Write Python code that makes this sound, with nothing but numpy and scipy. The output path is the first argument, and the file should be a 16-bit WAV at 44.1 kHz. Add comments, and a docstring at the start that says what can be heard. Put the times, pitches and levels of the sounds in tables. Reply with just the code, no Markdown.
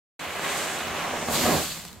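"""A sputtering, fizzing fuse cuts in just after the start, on a snowy lawn over a low outdoor rumble.
Its gas jet hisses, pockets of gas pop, and it burns into a heap of flash powder. The heap burns off
with a low whoosh of flame and a bright sizzle of sparks that thins out to single ticks.
Each burning source is shot noise, a rain of tiny random bursts, on a smooth rush of gas.
Nearby walls answer with echoes and resonances."""
import sys
import numpy as np
from scipy.fft import rfft, irfft, next_fast_len
from scipy.io import wavfile
from scipy.ndimage import map_coordinates

SR = 44100
rng = np.random.default_rng(int(sys.argv[2]) if len(sys.argv) > 2 else 0)


def store_pcm(level_fs):
    """Save levels as 16-bit WAV."""
    pcm = np.round(np.clip(level_fs, -1, 1) * 32767).astype(np.int16)
    wavfile.write(sys.argv[1], SR, np.atleast_2d(pcm).T)


N = 88200

# spectrum of burning metal grains: f/Hz, level/dB
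SPARK_SPECTRUM = [(80, -2.5), (400, -2.5), (1100, -1.5), (1800, -1), (3000, 0.5), (4300, 2.5), (5500, -1),
                  (8000, -0.5), (12000, -4.5), (15500, -14.5)]


def amp(db):
    """Amplitude ratio of a level in decibels."""
    return 10 ** (np.asarray(db) / 20)


def unit(x):
    """Normalisation to rms 1."""
    return x / np.sqrt(np.mean(x ** 2) + 1e-20)


def clock():
    """Time of each sample in seconds."""
    return np.arange(N) / SR


def along(points, hz):
    """Interpolation of (f/Hz, value) rows on a logarithmic frequency axis."""
    f, v = np.transpose(points)
    return np.interp(np.log(hz + 1), np.log(f + 1), v)


def curve(rows):
    """Linear interpolation of (t/s, value) rows."""
    return np.interp(clock(), *np.transpose(rows))


def bell(centre_s, half_s):
    """Gaussian envelope, down to 1/e at half_s from its centre."""
    return np.exp(-((clock() - centre_s) / half_s) ** 2)


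def wobble(rate):
    """Random modulation: a spline through rate knots a second."""
    return map_coordinates(rng.standard_normal(1024), [clock() * rate], mode="wrap")


def filtered(x, response):
    """Linear filtering: the spectrum of x times a frequency response."""
    m = next_fast_len(N + SR // 2)
    return irfft(rfft(x, m) * response(np.fft.rfftfreq(m, 1 / SR)), m)[..., :N]


def below(x, cutoff_hz):
    """Zero-phase low-pass; subtracting it from x leaves the upper band."""
    return filtered(x, lambda hz: 1 / (1 + (hz / cutoff_hz) ** 4))


def spread(pair, spectrum):
    """Partial coherence: two independent signals mix to coloured stereo of rms 1, widest in the treble."""
    # likeness of left and right: f/Hz, coherence
    coherence = [(30, 0.52), (80, 0.85), (250, 0.72), (550, 0.87), (1100, 0.77), (2100, 0.92), (3500, 0.58),
                 (5000, 0.39), (6000, 0.025), (7800, 0.66), (9700, .15), (10800, 0.32), (12800, 0.14),
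                 (14200, 0.26), (15500, .03)]
    angle = lambda hz: np.arccos(np.clip(along(coherence, hz), -1, 1)) / 2
    mid, side = filtered(pair, lambda hz: amp(along(spectrum, hz)) * [np.cos(angle(hz)), np.sin(angle(hz))])
    return unit(np.array([mid + side, mid - side]))


def burning(spectrum, rate, scatter_db, rush_db):
    """Shot noise: tiny bursts of log-normal size, rate a second, on a Gaussian rush of gas."""
    hit = rng.random((2, N)) < rate / SR
    size = amp(scatter_db * np.clip(rng.standard_normal((2, N)), -2, 2))
    polarity = np.sign(rng.standard_normal((2, N)))
    bursts = unit(hit * size * polarity / np.sqrt(rate))
    return spread(bursts + amp(rush_db) * rng.standard_normal((2, N)), spectrum)


def fuse():
    """Jet noise: gas sputters from the fuse, with the fine fizz of the burning core above it."""
    # envelopes of gas jet and core: t/s, level/dB
    jet_level = [(.2, -35), (.35, -33.5), (.39, -33), (.45, -29), (.58, -30), (.72, -32.5), (.88, -32.7),
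                 (.93, -32.5), (1.03, -30.6), (1.08, -32.5), (1.2, -32), (1.3, -33.5), (1.7, -60)]
    fizz_level = [(.2, -47), (.29, -48), (.4, -43), (.455, -37), (.6, -34.5), (.7, -38.5), (.79, -38.5),
                  (.825, -43.5), (.97, -56), (1.12, -63), (1.25, -54), (1.6, -111)]
    # their spectra: f/Hz, level/dB
    jet_spectrum = [(40, -30), (150, -13), (300, -4), (700, -1.5), (1200, -3), (2200, -3.5), (3000, -6.5),
                    (4300, -12), (5050, -19.5), (6200, -16.5), (8000, -29.5), (10000, -18), (15000, -30.5)]
    fizz_spectrum = [(1000, -15), (4000, -1.5), (5400, -0.5), (6600, 0.5), (7500, 2.5), (8400, 3),
                     (9200, -1), (11500, -6.5), (15500, -19)]
    jet = burning(jet_spectrum, rate=3400, scatter_db=3, rush_db=1.5)
    jet *= amp(curve(jet_level) + 0.75 * wobble(45.9))
    body = below(jet, cutoff_hz=1200)
    dull_db_per_s, dull_from_s = 11.5, 1.0  # the jet loses its top as it sinks into the heap
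    top = (jet - body) * amp(-dull_db_per_s * np.maximum(clock() - dull_from_s, 0))
    fizz = burning(fizz_spectrum, rate=4500, scatter_db=4, rush_db=0.5)
    return body + top + fizz * amp(curve(fizz_level) + 0.72 * wobble(37))


def rumble():
    """Ambient noise: a low outdoor background under slow amplitude modulation."""
    # envelope: t/s, level/dB
    level = [(.2, -48.5), (.7, -48), (.95, -43.5), (1.15, -49), (1.75, -46), (1.85, -45), (2.0, -44)]
    # background spectrum: f/Hz, level/dB
    spectrum = [(20, -19), (50, -16), (78, 1.5), (120, -7.5), (168, 1.5), (300, -15), (1000, -16.5),
                (4000, -32), (15000, -52)]
    return amp(curve(level) + wobble(7.47)) * spread(rng.standard_normal((2, N)), spectrum)


def pops():
    """Pressure transients: each bursting pocket of gas radiates one short swing."""
    # gas pockets: t/s, level/dB before the band-pass, width/s
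    pockets = [(.286, -21, 0.00024), (0.3952, -10.5, 0.00017), (.4235, -30, .00015), (.434, -14.5, 0.00018),
               (1.2271, -17, 0.00066), (1.2863, -11.5, 0.00038)]
    pressure = np.zeros(N)
    for s, db, width in pockets:
        age = np.maximum(clock() - s, 0) / width
        pressure += amp(db) * (clock() >= s) * (age / 2 - 1) * np.exp(-age / 2)
    return filtered(pressure, lambda hz: 1j * hz / (120 + 1j * hz) / (1 + 1j * hz / 3500))


def hiss():
    """Diffuse noise: the last length of fuse hisses wide, with little left-right coherence."""
    # envelope: t/s, level/dB
    level = [(.6, -69), (.82, -48), (1.0, -44), (1.1, -43), (1.26, -38.5), (1.4, -58), (1.7, -85)]
    # hiss spectrum: f/Hz, level/dB
    spectrum = [(2000, -32), (4000, -9), (5300, 8), (8000, 5), (9300, 6.5), (10500, -22), (13000, -13),
                (15500, -20)]
    left, right = burning(spectrum, rate=2700, scatter_db=-2, rush_db=2)
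    mid, side = left + right, amp(2) * (left - right)
    return unit(np.array([mid + side, mid - side])) * amp(curve(level) + 0.7 * wobble(32.7))


def sputter():
    """Resonance: coarse spits excite a hollow ring that sinks in pitch just before ignition."""
    # envelope as the fuse burns into the heap: t/s, level/dB
    level = [(.7, -73), (.95, -40), (1.05, -33.5), (1.1, -41), (1.14, -39), (1.22, -46), (1.26, -53),
             (1.29, -36), (1.33, -49), (1.6, -94)]
    # single spits: t/s, added level/dB
    spits = [(1.048, 3.5), (1.139, 12.5), (1.173, 11), (1.231, 12)]
    ring = lambda hz: [(hz / 4, -16), (hz / 1.33, -7), (hz, 0),
                       (hz * 1.46, -9), (hz * 4, -26), (hz * 10, -55)]
    high, low = (burning(ring(hz), rate=1000, scatter_db=1.5, rush_db=7) for hz in (1020, 650))
    sunk = curve([(1.044, 0), (1.17, 1)])
    hollow = high * np.sqrt(1 - sunk) + low * np.sqrt(sunk)  # equal-power crossfade
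    spit_db = sum(db * bell(s, half_s=0.0081) for s, db in spits)
    return hollow * amp(curve(level) + spit_db + wobble(90.3))


def flame():
    """Combustion noise: the heap smoulders, catches, swells to a fireball and collapses."""
    # envelope: t/s, level/dB
    level = [(.6, -60), (1.15, -44.5), (1.225, -40.5), (1.27, -37.5), (1.31, -32), (1.35, -30.5),
             (1.405, -32), (1.47, -26.5), (1.52, -23), (1.565, -26), (1.615, -33.5), (1.645, -41),
             (1.72, -62)]
    # flame spectrum: f/Hz, level/dB
    spectrum = [(25, -36), (50, -26), (68, -5.5), (120, -8.5), (240, -2.5), (700, -4), (1300, -12.5),
                (2500, -19), (6000, -47), (15000, -39)]
    roar = burning(spectrum, rate=2800, scatter_db=2, rush_db=2) * amp(curve(level) + 0.21 * wobble(40.2))
    billow = below(roar, cutoff_hz=168)
    top = roar - below(roar, cutoff_hz=950)
    blaze = amp(6 * bell(1.46, half_s=0.046))  # the treble lifts while the fireball grows fastest
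    spent = amp(-68 * np.maximum(clock() - 1.65, 0))  # the deep billow fades once it has spread
    return billow * spent + top * blaze + (roar - billow - top)


def sparks():
    """Shot noise of falling rate: a spray of burning metal flares, sags and dies into ever fewer grains."""
    full_s, fade_s, full_db = 1.3527, 1.59, -25
    rise_db_per_s, sag_db_per_s, fall_db_per_s, dying_db_per_s2 = 229, 15.5, 36.5, 78
    t = clock()
    late = np.maximum(t - fade_s, 0)
    db = full_db - sag_db_per_s * np.clip(t - full_s, 0, fade_s - full_s)
    db -= fall_db_per_s * late + dying_db_per_s2 * late ** 2
    spray = burning(SPARK_SPECTRUM, rate=6000 * np.exp(-6.9 * late), scatter_db=2, rush_db=5.5)
    spray *= amp(db + 0.24 * wobble(30.55))
    coarse = below(spray, cutoff_hz=7660)
    flare = lambda peak_s: amp(-rise_db_per_s * np.maximum(peak_s - t, 0))
    return coarse * flare(full_s) + (spray - coarse) * flare(full_s - 0.023)  # the finest catch first


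def heaves():
    """Volume source: the expanding gas shoves the air in short, deep wave packets."""
    # shoves: t/s, level/dB, f/Hz
    shoves = [(1.346, -29.5, 127), (1.447, -29, 83)]
    return sum(amp(db) * bell(s, half_s=0.0095) * np.sin(2 * np.pi * hz * (clock() - s))
               for s, db, hz in shoves)


def spurts():
    """Band noise in bursts: the spray surges briefly with a narrower, lower hiss."""
    # surges: t/s, half length/s, level/dB
    surges = [(1.353, 0.014, -31), (1.716, 0.02, -36.5)]
    # surge spectrum: f/Hz, level/dB
    spectrum = [(1000, -38), (2800, 2), (4600, 11), (5700, -15), (8000, -12), (15000, -24)]
    envelope = sum(amp(db) * bell(s, half_s) for s, half_s, db in surges)
    return envelope * spread(rng.standard_normal((2, N)), spectrum)


def ticks():
    """Impulsive noise with exponential decay: single sparks snap as they burn out."""
    # last sparks: t/s, level/dB
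    snaps = [(1.72, -25), (1.7683, -27), (1.852, -27), (1.88, -36), (1.8848, -29.5), (1.930, -34.5),
             (1.958, -46)]
    t, decay_s = clock(), 0.0005
    envelope = sum(amp(db) * (t >= s) * np.exp(-np.abs(t - s) / decay_s) for s, db in snaps)
    return envelope * spread(rng.standard_normal((2, N)), SPARK_SPECTRUM)


def garden(x):
    """Interference and resonance: nearby walls add echoes and lift or hollow out narrow bands."""
    # reflections: delay t/s, share of the pressure (negative is inverted)
    walls = [(.00218, -0.13), (.00327, -0.051), (0.0126, .24)]
    # resonances of the stone-edged corner: f/Hz, width/Hz, added level/dB
    resonances = [(158.2, 21, 5.5), (241, 28, 4), (278, 18, -2), (388, 57, 1.5), (590.5, 45, 3),
                  (720, 33, 1), (1130, 230, 1.5)]
    echoes = lambda hz: 1 + sum(share * np.exp(-2j * np.pi * hz * s) for s, share in walls)
    lift_db = lambda hz: sum(db / (1 + (2 * (hz - f) / width) ** 2) for f, width, db in resonances)
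    return filtered(x, lambda hz: echoes(hz) * amp(lift_db(hz)))


def scene():
    """Superposition: the fire and its reflections add to the background."""
    fire = fuse() + hiss() + sputter() + pops() + flame() + heaves() + sparks() + spurts() + ticks()
    return garden(fire) + rumble()


def record(dry):
    """Transfer function of the microphone, then a quick fade-in and a band limit."""
    # microphone response: f/Hz, level/dB
    response = [(4400, 0), (5700, -1), (7000, 2), (8200, 0), (9800, -5.5), (11500, 1), (15000, 4.5)]
    # channel balance: f/Hz, left minus right level/dB
    balance = [(100, -1.6), (3000, -1.55), (5400, 0.51), (8500, 0), (10000, -0.47), (11200, -2.2),
               (13000, -1), (15200, -2)]
    start_s, fade_in_s, top_hz = 0.1922, 0.004, 15800
    heard = filtered(dry, lambda hz: amp(along(response, hz) + np.outer([.5, -.5], along(balance, hz))))
    opening = np.clip((clock() - start_s) / fade_in_s, 0, 1)
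    return filtered(heard * opening, lambda hz: np.clip((top_hz - hz) / 100 + .5, 0, 1))


dry = scene()
out = record(dry)
store_pcm(out)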